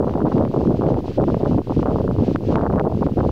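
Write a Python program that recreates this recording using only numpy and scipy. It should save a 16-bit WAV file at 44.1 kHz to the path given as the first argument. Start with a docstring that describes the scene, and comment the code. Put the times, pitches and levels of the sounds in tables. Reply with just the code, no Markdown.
"""Gusty wind buffets an unshielded microphone below a small wind turbine.
The buffeting is a frozen pattern of eddies, a noise table read at a jerky air speed, over a slower rumble.
Tight eddies are short tone bursts that rise in pitch; snaps are sharp-cornered pulses at listed times.
Blades and air behind them are coloured noise whose level swells and dips.
A soft limiter holds the peaks, electronic hiss is added and the extreme treble is cut."""
import sys
import numpy as np
from scipy import signal
from scipy.fft import rfft, irfft
from scipy.io import wavfile
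from scipy.ndimage import uniform_filter1d, minimum_filter1d, map_coordinates

SR = 44100
rng = np.random.default_rng(int(sys.argv[2]) if len(sys.argv) > 2 else 0)


def output_pcm(signal):
    """Save a mono or channel-first signal as 16-bit PCM at the path in sys.argv[1].

    Samples are clipped to [-1, 1] before scaling.
    """
    pcm = np.clip(np.atleast_2d(signal).T, -1, 1) * 32767
    wavfile.write(sys.argv[1], SR, np.round(pcm).astype(np.int16))


N = 145971

# Sharp pressure breaks. Each row: time in seconds, peak level in dB of the part above SNAP_EDGE_HZ.
SNAP_EVENTS = [(0.0942, -35), (0.138, -36.5), (0.3806, -31), (0.4499, -32), (0.8655, -32.5),
               (0.9414, -33.5), (1.2391, -32), (1.3424, -27), (1.421, -40), (1.5829, -32), (1.8274, -31),
               (1.8572, -33.5), (2.3587, -22), (2.5561, -18.5), (2.6145, -37), (2.633, -38), (2.664, -44),
               (2.7267, -37), (2.7584, -36.5), (2.796, -24.5), (3.0633, -34), (3.2028, -35)]
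SNAP_EDGE_HZ = 1800
SNAP_LAG_S = .0015  # from the listed time to the corner


def undb(db):
    """Decibels are a logarithm of amplitude: 20 dB is a factor of ten."""
    return 10 ** (np.asarray(db) / 20)


def noise(colour, count):
    """Spectral shaping: white noise weighted by a (Hz, dB) curve, then scaled to rms 1."""
    hz, db = np.array(colour, float).T
    f = np.maximum(np.arange(count // 2 + 1) * SR / count, 1)
    weight = undb(np.interp(np.log(f), np.log(hz), db, left=-99))
    x = irfft(rfft(rng.standard_normal(count)) * weight, count)
    return x / x.std()


def walk(rate):
    """Low-passed randomness: a smooth curve of spread 1 that changes about rate times a second."""
    f = np.arange(N // 2 + 1) * SR / N
    x = irfft(rfft(rng.standard_normal(N)) / (1 + (f / rate) ** 2) ** 2, N)
    return x / x.std()


def hiss(t):
    """Broadband turbulence noise: blades and air give a coloured hiss; its level swells and dips, and several
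    dips fall just after snaps."""
    # Spectrum of the hiss. Each row: frequency in Hz, relative level in dB.
    hiss_colour = [(250, -19.5), (600, 6.5), (1200, 6), (2240, 4), (2860, 7), (3780, 2.5), (4550, 2.5),
                   (6210, -5.5), (9000, -22), (11700, -60), (19800, -120)]
    # Swells and dips of the hiss. Each row: time in seconds, level in dB.
    hiss_level = [(0, -59), (.1, -55.5), (.2, -56), (.25, -56.5), (.4, -51), (.46, -56), (.55, -52),
                  (.65, -49.5), (.7, -54.5), (.8, -52), (.92, -52.5), (.96, -58), (1.15, -47.5),
                  (1.25, -53.5), (1.33, -52), (1.37, -54), (1.5, -48.5), (1.58, -53.5), (1.6, -57),
                  (1.7, -49.5), (1.81, -48.5), (1.84, -57), (2.0, -53.5), (2.07, -53.5), (2.17, -49.5),
                  (2.35, -47.5), (2.37, -58.5), (2.43, -52.5), (2.53, -46.5), (2.57, -56), (2.72, -55),
                  (2.8, -60), (2.83, -59.5), (3.0, -52), (3.06, -50), (3.08, -56.5), (3.2, -51),
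                  (3.31, -50)]
    flicker_db, flicker_rate = 1.65, 17  # spread, changes per second
    level_db = np.interp(t, *np.array(hiss_level).T) + flicker_db * walk(flicker_rate)
    return noise(hiss_colour, count=N) * undb(level_db)


def snaps():
    """Impulse response: each snap is one growing oscillation that breaks off at a sharp corner."""
    snap_hz, corner_phase = 1350, 0.22  # phase in radians; it sharpens the corner
    rise_s, fall_s, top_hz = 0.00018, 0.00012, 7000
    u = np.arange(-400, 401) / SR
    envelope = np.exp(np.where(u < 0, u / rise_s, -u / fall_s))
    shape = envelope * np.sin(2 * np.pi * snap_hz * u + corner_phase)
    shape = signal.sosfilt(signal.butter(2, top_hz, fs=SR, output="sos"), shape)
    # the treble part alone sets the pulse to a peak of 1
    edge_filter = signal.butter(4, SNAP_EDGE_HZ, "high", fs=SR, output="sos")
    shape /= np.abs(signal.sosfiltfilt(edge_filter, shape)).max()
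    hits = np.zeros(N)
    signs = np.sign(rng.standard_normal(len(SNAP_EVENTS)))
    for (s, db), sign in zip(SNAP_EVENTS, signs):
        hits[int((s + SNAP_LAG_S) * SR)] = sign * undb(db)
    return signal.fftconvolve(hits, shape, "same")


def whip(out_s, rows):
    """Frequency glide: a few cycles swell and fade while rising in pitch, for each (s, dB, Hz)."""
    width_cycles, glide_oct = 1.124, 0.26  # time unit in cycles, octaves of rise per time unit
    out = np.zeros(N)
    turns = rng.random(len(rows))  # random starting phases
    for (s, db, hz), turn in zip(rows, turns):
        near = slice(max(int((s - .03) * SR), 0), int((s + .03) * SR))
        u = np.clip((out_s[near] - s) * hz / width_cycles, -3, 3)
        # integral of the exponentially rising pitch
        cycles = width_cycles * (2 ** (glide_oct * u) - 1) / (glide_oct * np.log(2))
        out[near] += undb(db) * np.exp(-4 * u ** 2) * np.sin(2 * np.pi * (cycles + turn))
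    return out


def whips(t):
    """Vortex tones: each tight eddy is a quick core inside a wider, slower swirl."""
    # Tight eddy cores. Each row: time in seconds, peak level in dB, pitch in Hz at the peak.
    cores = [(0.0075, -16.5, 920), (0.0184, -30, 859), (0.0275, -24, 959), (0.035, -16, 741),
             (0.0457, -14, 766), (0.055, -32, 816), (0.0705, -16.5, 807), (0.0819, -19.5, 950),
             (0.095, -19, 840), (0.125, -35, 923), (0.1394, -16, 835), (0.1576, -16.5, 981),
             (0.1764, -15, 770), (0.2054, -15, 905), (0.2183, -18.5, 1050), (0.2241, -23, 860),
             (0.2559, -13.5, 774), (0.2614, -24, 983), (0.2683, -19.5, 924), (0.2805, -21, 807),
             (0.3208, -14.5, 950), (0.3253, -18.5, 945), (0.3573, -19, 710), (0.3679, -10, 676),
             (0.3818, -12, 790), (0.3974, -13, 713), (0.4116, -14.5, 886), (0.4246, -13.5, 810),
             (0.4305, -24, 776), (0.4522, -14.5, 740), (0.4774, -21, 866), (0.5149, -22, 773),
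             (0.5442, -14, 770), (0.5721, -15.5, 750), (0.5815, -21, 780), (0.6016, -31, 786),
             (0.6093, -16.5, 730), (0.6398, -19, 666), (0.6526, -16.5, 796), (0.6743, -21, 1039),
             (0.6963, -16, 653), (0.7081, -15.5, 770), (0.7464, -24, 835), (0.7707, -22, 722),
             (0.8117, -14, 840), (0.821, -11, 838), (0.8282, -23, 810), (0.841, -23, 770),
             (0.8562, -28, 931), (0.8658, -17, 802), (0.875, -22, 800), (0.889, -23, 824),
             (0.9039, -11, 687), (0.9207, -16, 780), (0.9304, -30, 950), (0.9441, -24, 1008),
             (0.9536, -28, 931), (0.9645, -27, 790), (0.9904, -21, 870), (1.0055, -21.5, 685),
             (1.0585, -23, 714), (1.0817, -18.5, 723), (1.1163, -28, 794), (1.1945, -16, 743),
             (1.2007, -22, 1056), (1.2111, -14.5, 884), (1.2176, -19, 794), (1.2402, -13, 860),
             (1.2848, -10, 710), (1.302, -13.5, 900), (1.3453, -8, 800), (1.3693, -26, 716),
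             (1.3765, -21, 667), (1.4073, -22, 742), (1.4221, -22, 665), (1.455, -16, 790),
             (1.4602, -13.5, 990), (1.4749, -28, 793), (1.512, -18, 810), (1.5248, -18, 765),
             (1.5329, -21, 910), (1.5461, -13, 644), (1.5834, -11, 730), (1.6178, -21, 719),
             (1.6729, -24, 750), (1.6977, -14, 720), (1.7059, -17, 820), (1.7227, -11, 716),
             (1.7656, -23, 739), (1.7935, -17, 912), (1.7993, -17, 730), (1.8307, -11, 810),
             (1.8354, -25, 833), (1.8595, -10.5, 880), (1.8642, -21, 976), (1.8725, -15, 950),
             (1.8917, -19, 884), (1.8996, -14, 729), (1.9168, -14.5, 780), (1.9458, -27, 870),
             (1.9601, -8, 794), (1.967, -18, 746), (1.9876, -26, 910), (2.0068, -16.5, 755),
             (2.0153, -16.5, 669), (2.079, -15.5, 1000), (2.0918, -22, 759), (2.1118, -14, 890),
             (2.164, -21.5, 805), (2.1866, -16.5, 814), (2.1982, -17, 650), (2.2112, -18, 708),
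             (2.2353, -25, 826), (2.291, -26, 1019), (2.3116, -22, 805), (2.35, -14.5, 654),
             (2.36, -10.5, 1110), (2.4085, -23, 669), (2.438, -24, 716), (2.4926, -19, 700),
             (2.5115, -18.5, 719), (2.5189, -19, 830), (2.5439, -19, 936), (2.5573, -5.5, 1135),
             (2.5718, -10, 700), (2.5845, -15, 1063), (2.5936, -18, 923), (2.6114, -14, 950),
             (2.624, -23, 871), (2.6361, -18, 1052), (2.648, -22, 975), (2.6569, -12, 820),
             (2.6656, -13.5, 1107), (2.6708, -20, 911), (2.6754, -22, 1002), (2.7024, -14.5, 973),
             (2.7112, -17.5, 842), (2.7266, -23, 929), (2.7375, -16.5, 770), (2.75, -20, 817),
             (2.7593, -12, 725), (2.7763, -24, 1020), (2.7821, -18, 956), (2.788, -16, 1050),
             (2.7971, -11, 1140), (2.8055, -16, 877), (2.812, -17, 860), (2.8525, -25, 880),
             (2.8584, -15, 760), (2.8652, -16.5, 800), (2.8788, -23, 677), (2.8999, -20, 673),
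             (2.9174, -21, 707), (2.9236, -18, 720), (2.9489, -21, 745), (2.976, -28, 849),
             (3.0113, -22, 737), (3.0265, -14.5, 832), (3.0662, -17, 960), (3.075, -24.5, 786),
             (3.0877, -20, 790), (3.12, -30, 878), (3.1787, -18, 704), (3.1903, -17.5, 1030),
             (3.2066, -12.5, 959), (3.2107, -13, 927), (3.232, -15, 694), (3.24, -17.5, 735),
             (3.2505, -10, 724), (3.2931, -14.5, 790)]
    lag_s = -0.00028
    swirl_pitch_ratio, swirl_db = 0.47, -0.5  # relative to the core
    swirls = [(s, db + swirl_db, hz * swirl_pitch_ratio) for s, db, hz in cores]
    return whip(t - lag_s, cores) + whip(t - lag_s, swirls)


def buffet(t):
    """Frozen turbulence: air speed turns the eddy pattern into sound, over a rumble; both follow the gusts."""
    # Gusts, in consecutive groups. Each row: time in seconds, level in dB,
    # brightness in dB (treble over bass, rising with air speed).
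    gusts = [
        [(0.0, -14, -5.5), (0.014, -25, -8), (0.09, -24.5, -12), (0.168, -19.5, -14), (0.206, -26.5, -1),
         (0.24, -12.5, -34.5), (0.25, -17, -6), (0.314, -33, -4), (0.342, -19.5, -16), (0.41, -16.5, -12),
         (0.478, -25, -7), (0.492, -20, -31), (0.52, -35, -3), (0.538, -20.5, -14), (0.612, -21.5, -7),
         (0.628, -23, -28.5), (0.65, -21.5, -1), (0.66, -15.5, -28), (0.714, -18, -9), (0.776, -27.5, -15),
         (0.78, -19.5, -32.5), (0.806, -19.5, -9), (0.87, -20, -11), (0.898, -29.5, 2.5), (0.916, -15.5, -12.5),
         (0.99, -23, -12), (1.03, -31.5, -18), (1.055, -25, -12), (1.07, -37, -11.5), (1.082, -24.5, -4.5),
         (1.098, -18, -38.5), (1.114, -35, -2), (1.14, -35, -21.5)],
        [(1.14, -37.5, -15), (1.162, -31, -12), (1.188, -13.5, -17), (1.24, -21, -10), (1.27, -25, -30.5),
         (1.284, -22.5, 0), (1.326, -22.5, -28), (1.348, -15.5, -1.5), (1.356, -21.5, -23), (1.404, -30, -10),
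         (1.434, -21, -15), (1.5, -17, -20), (1.558, -15.5, -18), (1.576, -24.5, -6.5), (1.616, -21, -16),
         (1.624, -40, -30), (1.662, -42, -30), (1.673, -21, -22), (1.69, -32, -26), (1.706, -14, -11),
         (1.754, -34, -23), (1.77, -10, -29), (1.805, -26, -20), (1.825, -16, -22.5), (1.866, -25.5, -4),
         (1.942, -18.5, -16), (2.02, -26, -9.5), (2.028, -26, -20), (2.09, -18, -15), (2.17, -23, -15),
         (2.19, -17, -17), (2.23, -18.5, -15), (2.258, -29, -21), (2.292, -15.5, -18.5), (2.338, -27.5, -26.5),
         (2.356, -13, -5), (2.364, -29, -25), (2.378, -28.5, -22), (2.4, -28.5, -18), (2.452, -27, -15),
         (2.48, -20, -37)],
        [(2.48, -18, -35.5), (2.49, -18.5, -16), (2.542, -15, -12.5), (2.594, -22.5, -3), (2.604, -19.5, -13),
         (2.676, -22.5, -3), (2.688, -18, -34), (2.7, -22, -5.5), (2.72, -17.5, -14.5), (2.812, -24, -2),
         (2.832, -31.5, -23.5), (2.842, -30, -9), (2.875, -22.5, -8), (2.888, -31.5, -14.5), (2.92, -21, -14.5),
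         (2.958, -21.5, -21), (2.99, -28, -19), (3.0, -25, -30), (3.026, -19, -1.5), (3.056, -22, -35.5),
         (3.066, -16.5, -14), (3.09, -37, 1), (3.108, -22.5, -26.5), (3.15, -36.5, -16.5), (3.164, -23.5, -24),
         (3.18, -13.5, -14), (3.256, -20, -6), (3.274, -21, -36), (3.288, -19, -8), (3.31, -22, -14.5)],
    ]
    # Eddy pattern at mean speed. Each row: frequency in Hz, relative level in dB.
    eddy_colour = [(30, -36.5), (60, -13), (120, -6.5), (250, -5.5), (400, -9.5), (600, -15.5), (900, -36),
                   (1500, -49.5), (3000, -130)]
    # Spectrum of the rumble. Each row: frequency in Hz, relative level in dB.
    rumble_colour = [(20, -11.5), (40, 4.5), (80, 11), (140, 8.5), (250, -2.5), (400, -57), (900, -110)]
    # Swell of the rumble. Each row: time in seconds, level change in dB.
    rumble_swell = [(0, -2.5), (.5, -2), (1.0, 0.5), (1.4, 0), (1.8, 2.5), (2.2, 1.5), (2.6, 2.5),
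                    (3.0, 0.5), (3.31, -0.5)]
    mean_bright_db, db_per_octave = -14.5, 22  # brightness at mean speed, and per octave of speed
    jerk_oct, jerk_rate = .2, 81.36  # spread in octaves of speed, changes per second
    spurt_oct, spurt_rate = .3, 199.5
    top_speed_oct = .8  # soft bound on the speed swing
    flutter_db, flutter_rate = 5.5, 158
    buffet_db, rumble_db = 0.83, -4
    dart_db_per_oct = 4.5  # faster air presses harder
    eddy_bass_cut_hz = 84  # the low end is left to the rumble

    s, db, bright_db = np.vstack(gusts).T

    def smooth(v):
        """Moving average: the gust curve with its corners rounded."""
        return uniform_filter1d(uniform_filter1d(np.interp(t, s, v), size=88), size=88)

    level_db = smooth(db)
    jerks = jerk_oct * walk(jerk_rate)
    spurts = spurt_oct * (np.hypot(walk(spurt_rate), .3) - .8)
    darts = jerks + spurts  # brief darts of air
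    octaves = (smooth(bright_db) - mean_bright_db) / db_per_octave + darts
    octaves = octaves / (1 + np.abs(octaves / top_speed_oct) ** 3) ** (1 / 3)
    # summed speed is the place reached in the pattern
    place = np.cumsum(2 ** octaves)
    eddies = map_coordinates(noise(eddy_colour, count=2 * N), [place], order=3, mode="wrap")
    eddies = eddies * undb(buffet_db + flutter_db * walk(flutter_rate) + dart_db_per_oct * darts)
    eddy_bass_cut = signal.butter(2, eddy_bass_cut_hz, "high", fs=SR, output="sos")
    eddies = signal.sosfilt(eddy_bass_cut, undb(level_db) * eddies)

    slow_db = uniform_filter1d(level_db, size=1500)
    swell_db = np.interp(t, *np.array(rumble_swell).T)
    rumble = undb(slow_db + rumble_db + swell_db) * noise(rumble_colour, count=N)
    return eddies + rumble


def scene():
    """Superposition: the pressures add, with the buffeting briefly weakened around each snap."""
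    t = np.arange(N) / SR
    dip_depth, dip_s = 0.16, 0.0016
    dips = np.ones(N)
    for s, _ in SNAP_EVENTS:
        # the buffeting dips briefly so that the snap stands out
        dips *= 1 - dip_depth * np.exp(-((t - s - SNAP_LAG_S) / dip_s) ** 2)
    return (buffet(t) * dips + whips(t) + snaps() + hiss(t))[None]


def record(dry):
    """Gain reduction: a quick, soft limiter holds the peaks; then electronic hiss and a treble cut."""
    ceiling, knee = 0.49, 3.25  # full scale is 1; a higher knee bends more sharply
    self_noise_db, offset = -65.5, 0.01  # the offset is a constant shift
    top_hz = 15700
    gain = (1 + np.abs(dry / ceiling) ** knee) ** (-1 / knee)
    gain = minimum_filter1d(gain, size=221)  # hold each reduction for about 5 ms
    gain = uniform_filter1d(uniform_filter1d(gain, size=110), size=110)
    x = dry * gain + undb(self_noise_db) * rng.standard_normal(dry.shape) + offset
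    return signal.sosfilt(signal.ellip(14, .2, 80, top_hz, fs=SR, output="sos"), x)


dry = scene()
out = record(dry)
output_pcm(out)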